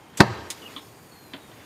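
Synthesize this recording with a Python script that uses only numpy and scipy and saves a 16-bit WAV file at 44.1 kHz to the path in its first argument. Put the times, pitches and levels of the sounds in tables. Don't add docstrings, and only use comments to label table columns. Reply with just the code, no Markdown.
import sys
import numpy as np
from scipy import signal
from scipy.fft import rfft, irfft
from scipy.io import wavfile
from scipy.ndimage import uniform_filter1d

SR = 44100
rng = np.random.default_rng(int(sys.argv[2]) if len(sys.argv) > 2 else 0)


def dump_mix(stems):
    frames = np.atleast_2d(stems).T
    limited = np.clip(frames, -1, 1)
    pcm = np.round(limited * 32767).astype(np.int16)
    wavfile.write(sys.argv[1], SR, pcm)


def nominal_scale(level):
    x = np.asarray(level, float) / 20
    return 10 ** x


N = 72765

# frequency in Hz, time to fall 60 dB in seconds.
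ROOM_DECAY = [(70, 1), (200, 0.57), (1000, 0.92), (4000, 0.51), (12000, 0.46)]
# frequency in Hz, density in dB per Hz.
AIR_SPECTRUM = [(15, -14), (25, 3), (253, -7.5), (421, -8.5), (552, -12), (871, -11), (1530, -18),
                (2170, -20), (15500, -45)]
# time in seconds, pitch in Hz, level in dB.
BENCH_DRONE = [(.2, 121.6, -63), (.225, 117.8, -31), (.27, 116.4, -26), (.31, 112, -28), (.33, 110.5, -41),
               (.39, 111.2, -41), (.47, 81.5, -45), (.55, 81.9, -76), (.8, 110.8, -60), (.9, 115.6, -48),
               (1.0, 104, -60), (1.35, 114, -64), (1.5, 115.3, -49.5), (1.65, 112, -64)]
# time in seconds, level in dB.
SWING_LEVEL = [(.1, -73), (.15, -53), (.3, -43.5), (.5, -49.5), (.65, -47), (.78, -46), (.84, -62),
               (1.1, -76), (1.3, -62), (1.65, -52.5)]
# frequency in Hz, density in dB per Hz.
SHUDDER_SPECTRUM = [(24, -32), (40, -43), (294, 4), (798, -8.5), (1980, -6), (3300, -9.5), (8000, -21.5),
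                    (10400, -62), (17600, -120)]
# time in seconds, level in dB.
RATTLE_LEVEL = [(.2, -80), (.22, -35), (.3, -39.5), (.4, -40.5), (.48, -46.5), (.56, -60), (.75, -59),
                (.85, -72)]
# frequency in Hz, bandwidth in Hz, level in dB.
PLATEN_RESONANCES = [(71, 7.8, 5.5), (427, 19, 0), (948, 69, 3.5), (1250, 75, -2), (1598, 37, -0.5),
                     (1790, 82, -14.5), (2000, 85, -18), (2530, 140, -23), (2950, 99, -22), (3970, 110, -8),
                     (4640, 330, -10)]
# time in seconds, hiss level in dB.
GAS_FLOW = [(.2, -64), (.4, -60.5), (.7, -54), (1.0, -58), (1.2, -57.5), (1.35, -59), (1.65, -58.5)]
# frequency in Hz, bandwidth in Hz, level in dB.
STRUT_RESONANCES = [(4630, 260, 3), (6860, 300, 6), (8900, 330, 5), (11650, 260, 1), (12200, 500, -3),
                    (9700, 14000, 14)]
# time in seconds, pitch in Hz, level in dB.
VALVE_WHISTLE = [(.78, 5350, -80), (.8, 5320, -61), (.87, 5200, -61), (.9, 4950, -74), (.95, 4850, -66),
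                 (1.02, 4680, -64), (1.08, 4600, -67), (1.105, 4440, -74), (1.12, 4400, -57),
                 (1.27, 4130, -60), (1.295, 4080, -69), (1.315, 4030, -58), (1.375, 3950, -58),
                 (1.39, 3870, -67), (1.42, 3810, -59), (1.49, 3680, -61), (1.535, 3600, -71),
                 (1.6, 3510, -58), (1.65, 3440, -61)]
# time in seconds, pitch in Hz, level in dB.
SEAL_SQUEAL = [(.5, 12600, -89), (.56, 12400, -66), (.63, 12100, -68), (.72, 12200, -76), (.8, 11800, -82),
               (1.1, 12300, -85), (1.15, 12300, -68.5), (1.19, 11950, -61.5), (1.22, 12300, -65),
               (1.28, 12700, -67), (1.32, 12400, -89)]
# time in seconds, pitch in Hz, level in dB.
HINGE_SQUEAK = [(.612, 3150, -66), (.62, 3050, -44), (.63, 2900, -50), (.645, 2870, -52), (.665, 2870, -40),
                (.673, 2820, -49), (.68, 2620, -44), (.69, 2450, -55), (.7, 2400, -75)]

# start in seconds, level in dB, contact time in ms.
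LATCH_HITS = [(.1718, -34, 0.026), (.1735, -28.5, 0.013), (.178, -31.5, 0.074), (.183, -30.5, 0.022),
              (.188, -29.5, 0.057), (.1975, -34, 0.035)]
CLUNK_HITS = [
    (.1962, -15.5, 0.99),
    (.2002, -17.5, 0.093),
    (.2039, -8.5, 0.0086),
    (.2049, 3, 0.079),
    (.2068, -7, 0.022),
    (.2105, -14, 0.06),
    (.2185, -17.5, 0.11),
    (.234, -15.5, 0.18),
]
PIN_HITS = [(.5019, -49, 0.02), (.5026, -25, 0.021), (.506, -27.5, 0.0337), (.5095, -28.5, 0.074),
            (.516, -33, 0.068), (.527, -35, 0.13)]
LINK_HITS = [
    (.7635, -35.5, 0.045),
    (.771, -52, 0.043),
    (.7745, -40, 0.19),
]
STOP_HITS = [(1.3338, -45, 0.027), (1.3358, -30.5, 0.02), (1.3398, -28, 0.16), (1.3445, -34.5, 0.097),
             (1.351, -35.5, .1), (1.365, -39.5, 0.052), (1.382, -37, .2), (1.516, -46, 0.021)]
# frequency in Hz, level in dB, time to fall 60 dB in seconds.
LATCH_MODES = [(4592, -6, .018), (7800, -1, .02), (11800, -6, .015)]
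CLUNK_MODES = [(133, -11.5, 0.093), (213.4, 1.5, 0.06), (365, 0.5, 0.057), (483, -4.5, 0.042),
               (682, -9.5, 0.046), (795, 0, 0.055), (923, -3.5, 0.06), (973, -8, 0.059), (1172, -7, 0.048),
               (1266, -10.5, 0.083), (1554, -6, 0.045), (1802, 1.5, 0.029), (2620, -8.5, 0.047),
               (4423, 4, 0.017)]
PIN_MODES = [(1970, -7.5, 0.061), (2259.6, -8, 0.05), (2844, -9, 0.07), (3510, -6, .04), (4201, -16, 0.046),
             (5080, 3, 0.04), (6680, 0, 0.035), (7320, -6, 0.023), (7800, -3.5, 0.036), (9500, 2.5, 0.066),
             (11600, -13, .035)]
LINK_MODES = [(293, 1, 0.099), (1075, 1.5, 0.12), (1219, 7, 0.026), (2500, -29, .08), (3376, 12.5, 0.033),
              (3620, -6, .04), (3830, -12, 0.046)]
STOP_MODES = [(284, 0.5, 0.073), (646, -12, 0.11), (1004, -7, 0.09), (1590, -17, .05), (2030, -18, 0.066),
              (2200, -7, 0.035), (2400, -14, .06), (2660, -16, .06), (3187, 2.5, 0.042), (3442, -1, .03),
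              (3590, -6, .025), (4440, -6, 0.027)]
# frequency in Hz, density in dB per Hz.
LATCH_CRACK = [(180, -52), (300, -9), (2520, -10.5), (3340, -3.5), (4140, -8), (7750, -3), (15500, -18)]
CLUNK_CRACK = [(100, -72), (300, 6.5), (800, -1), (1900, -6), (2840, -14.5), (4320, -6.5), (9000, -21),
               (12500, -26.5), (15500, -30)]
PIN_CRACK = [(590, -45), (1500, -30), (2200, -3), (3490, 6), (4540, 4), (9800, 4.5), (11000, -3.5),
             (15500, -3)]
LINK_CRACK = [(150, -35), (400, -26.5), (1130, 2), (1900, -25), (3500, 10), (5000, -20), (8000, -38),
              (17000, -80)]
STOP_CRACK = [(120, -34), (280, -0.5), (1000, -2), (2000, -2.5), (3300, -2.5), (4700, -9.5), (7000, -46),
              (17000, -80)]
# crack in dB, crack's 60 dB decay in seconds, room in dB, first tick in dB.
LATCH_MIX = (5.5, 0.065, -25, 0)
CLUNK_MIX = (3, 0.0458, -14, 3.5)
PIN_MIX = (3.5, 0.0971, -9, 11.5)
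LINK_MIX = (8.5, 0.154, -4, -4)
STOP_MIX = (2, 0.07, -5.5, -8)


def evened(x):
    return x / np.sqrt(np.mean(x ** 2) + 1e-20)


def read(points, hz):
    f, value = np.transpose(points)
    return np.interp(np.log(hz + 1), np.log(f + 1), value)


def along(rows, column):
    rows = np.array(rows)
    return np.interp(np.arange(N) / SR, rows[:, 0], rows[:, column])


def filtered(x, spectrum):
    gain = nominal_scale(read(spectrum, np.fft.rfftfreq(len(x), 1 / SR)))
    return evened(irfft(rfft(x) * gain, len(x)))


def patchy(spectrum, patchy_db, flicker_db):
    frames = N // 128 + 5
    real, imaginary, patches = rng.standard_normal((frames, 257, 3)).T
    patches = uniform_filter1d(patches, size=6, axis=0)
    patches = evened(uniform_filter1d(patches, size=16, axis=1))
    flicker = evened(uniform_filter1d(rng.standard_normal(frames), size=4))
    gain = nominal_scale(patchy_db * patches + flicker_db * flicker)
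    fine = signal.istft((real + 1j * imaginary) * gain, nperseg=512, noverlap=384)[1][:N]
    return filtered(fine, spectrum)


def resonate(x, hz, width):
    turn = np.exp(2j * np.pi * np.cumsum(hz * np.ones(len(x))) / SR)
    r = np.exp(-np.pi * width / SR)
    return 2 * (turn * signal.lfilter([1 - r], [1, -r], x / turn)).real


def resonances(x, rows):
    return evened(sum(nominal_scale(db) * evened(resonate(x, hz, width)) for hz, width, db in rows))


def tone(rows, width_hz, clean):
    hz = along(rows, column=1)
    breath = resonate(rng.standard_normal(N), hz, width_hz)
    breath = evened(resonate(breath, hz, width_hz))
    steady = np.sqrt(2) * np.sin(2 * np.pi * np.cumsum(hz) / SR)
    return nominal_scale(along(rows, column=2)) * (clean * steady + (1 - clean) * breath)


def room(x):
    taps = np.zeros(SR)
    at = np.arange(20, SR - 20, 20)
    taps[at + rng.integers(0, 20, len(at))] = rng.choice([-1., 1.], len(at))
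    hz, t, z = signal.stft(taps, SR, nperseg=512)
    decay = nominal_scale(-60 * t / read(ROOM_DECAY, hz)[:, None])
    tail = signal.istft(z * decay, SR, nperseg=512)[1]
    return signal.fftconvolve(x, tail / np.linalg.norm(tail))[:N]


def room_air():
    return nominal_scale(-49) * patchy(AIR_SPECTRUM, patchy_db=.9, flicker_db=.6)


def bench_drone():
    return tone(BENCH_DRONE, width_hz=35, clean=.55)


def swing_shudder():
    return nominal_scale(along(SWING_LEVEL, column=1)) * patchy(SHUDDER_SPECTRUM, patchy_db=2.5, flicker_db=-1.5)


def platen_rattle():
    shake = patchy([(100, 0), (3000, 0), (6000, -20), (16000, -50)], patchy_db=2.5, flicker_db=2.5)
    return nominal_scale(along(RATTLE_LEVEL, column=1)) * resonances(shake, PLATEN_RESONANCES)


def gas_strut():
    gas = patchy([(100, -20), (3000, 0), (16000, 0)], patchy_db=1.6, flicker_db=.7)
    hiss = nominal_scale(along(GAS_FLOW, column=1)) * resonances(gas, STRUT_RESONANCES)
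    third_harmonic = tone(np.array(VALVE_WHISTLE) * [1, 3, 1], width_hz=500, clean=0)
    whistle = tone(VALVE_WHISTLE, width_hz=110, clean=.68)
    squeal = tone(SEAL_SQUEAL, width_hz=450, clean=0)
    return hiss + whistle + nominal_scale(-19) * third_harmonic + squeal


def hinge_squeak():
    return nominal_scale(3) * tone(HINGE_SQUEAK, width_hz=260, clean=.6)


def struck(hits, modes, crack, mix):
    crack_db, crack_t60, room_db, tick_db = mix
    tick_t60, rise_s, ring_to_room = .004, .0003, 0.44
    t = np.arange(SR // 2) / SR
    direct, sent = np.zeros(N + SR), np.zeros(N + SR)
    hz, db, t60 = np.array(modes).T[:, :, None]
    t60 = np.minimum(t60, 125 / np.minimum(hz, 2000))
    pulse = irfft(nominal_scale(read(crack, np.fft.rfftfreq(len(t), 1 / SR))), len(t))
    pulse = np.roll(pulse, shift=400)
    pulse = 10 * pulse / np.linalg.norm(pulse)
    fade = nominal_scale(crack_db - 60 * t / crack_t60) + nominal_scale(tick_db - 60 * t / tick_t60)
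    fade = fade * np.minimum(t / rise_s, 1)
    for start_s, hit_db, contact_ms in hits:
        level = nominal_scale(db + rng.standard_normal(hz.shape) - 60 * t / t60)
        ring = (level * np.sin(2 * np.pi * hz * t)).sum(0)
        snap = filtered(rng.standard_normal(len(t)), crack) * fade
        r = np.exp(-2 / (max(contact_ms, .001) * SR / 1000))
        both = [ring + snap, pulse + ring_to_room * ring]
        near, to_room = nominal_scale(hit_db - 8) * signal.lfilter([(1 - r) ** 2], [1, -2 * r, r * r], both)
        at = round(start_s * SR)
        direct[at:at + len(t)] += near
        sent[at:at + len(t)] += to_room
    return direct[:N] + nominal_scale(room_db) * room(sent[:N])


def blows():
    return (struck(LATCH_HITS, LATCH_MODES, LATCH_CRACK, LATCH_MIX)
            + struck(CLUNK_HITS, CLUNK_MODES, CLUNK_CRACK, CLUNK_MIX)
            + struck(PIN_HITS, PIN_MODES, PIN_CRACK, PIN_MIX)
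            + struck(LINK_HITS, LINK_MODES, LINK_CRACK, LINK_MIX)
            + struck(STOP_HITS, STOP_MODES, STOP_CRACK, STOP_MIX))


def scene():
    impacts = blows()
    squeak = hinge_squeak()
    swing = swing_shudder()
    air = room_air()
    squeak = squeak + nominal_scale(-15) * room(squeak)
    mix = impacts + squeak + swing + platen_rattle() + gas_strut() + air + bench_drone()
    return mix[None]


def roll_off(x):
    return signal.sosfilt(signal.butter(12, 15660, fs=SR, output="sos"), x)


def record(dry):
    low_cut_hz, edge_hz, ceiling = 95, 15600, 1.0
    thin = signal.sosfilt(signal.butter(3, low_cut_hz, "high", fs=SR, output="sos"), dry)
    clipped = np.clip(thin, -ceiling, ceiling)
    edge = signal.firwin(301, edge_hz, window=("kaiser", 8), fs=SR)
    return roll_off(signal.oaconvolve(clipped, edge[None], "same"))


dry = scene()
out = record(dry)
dump_mix(out)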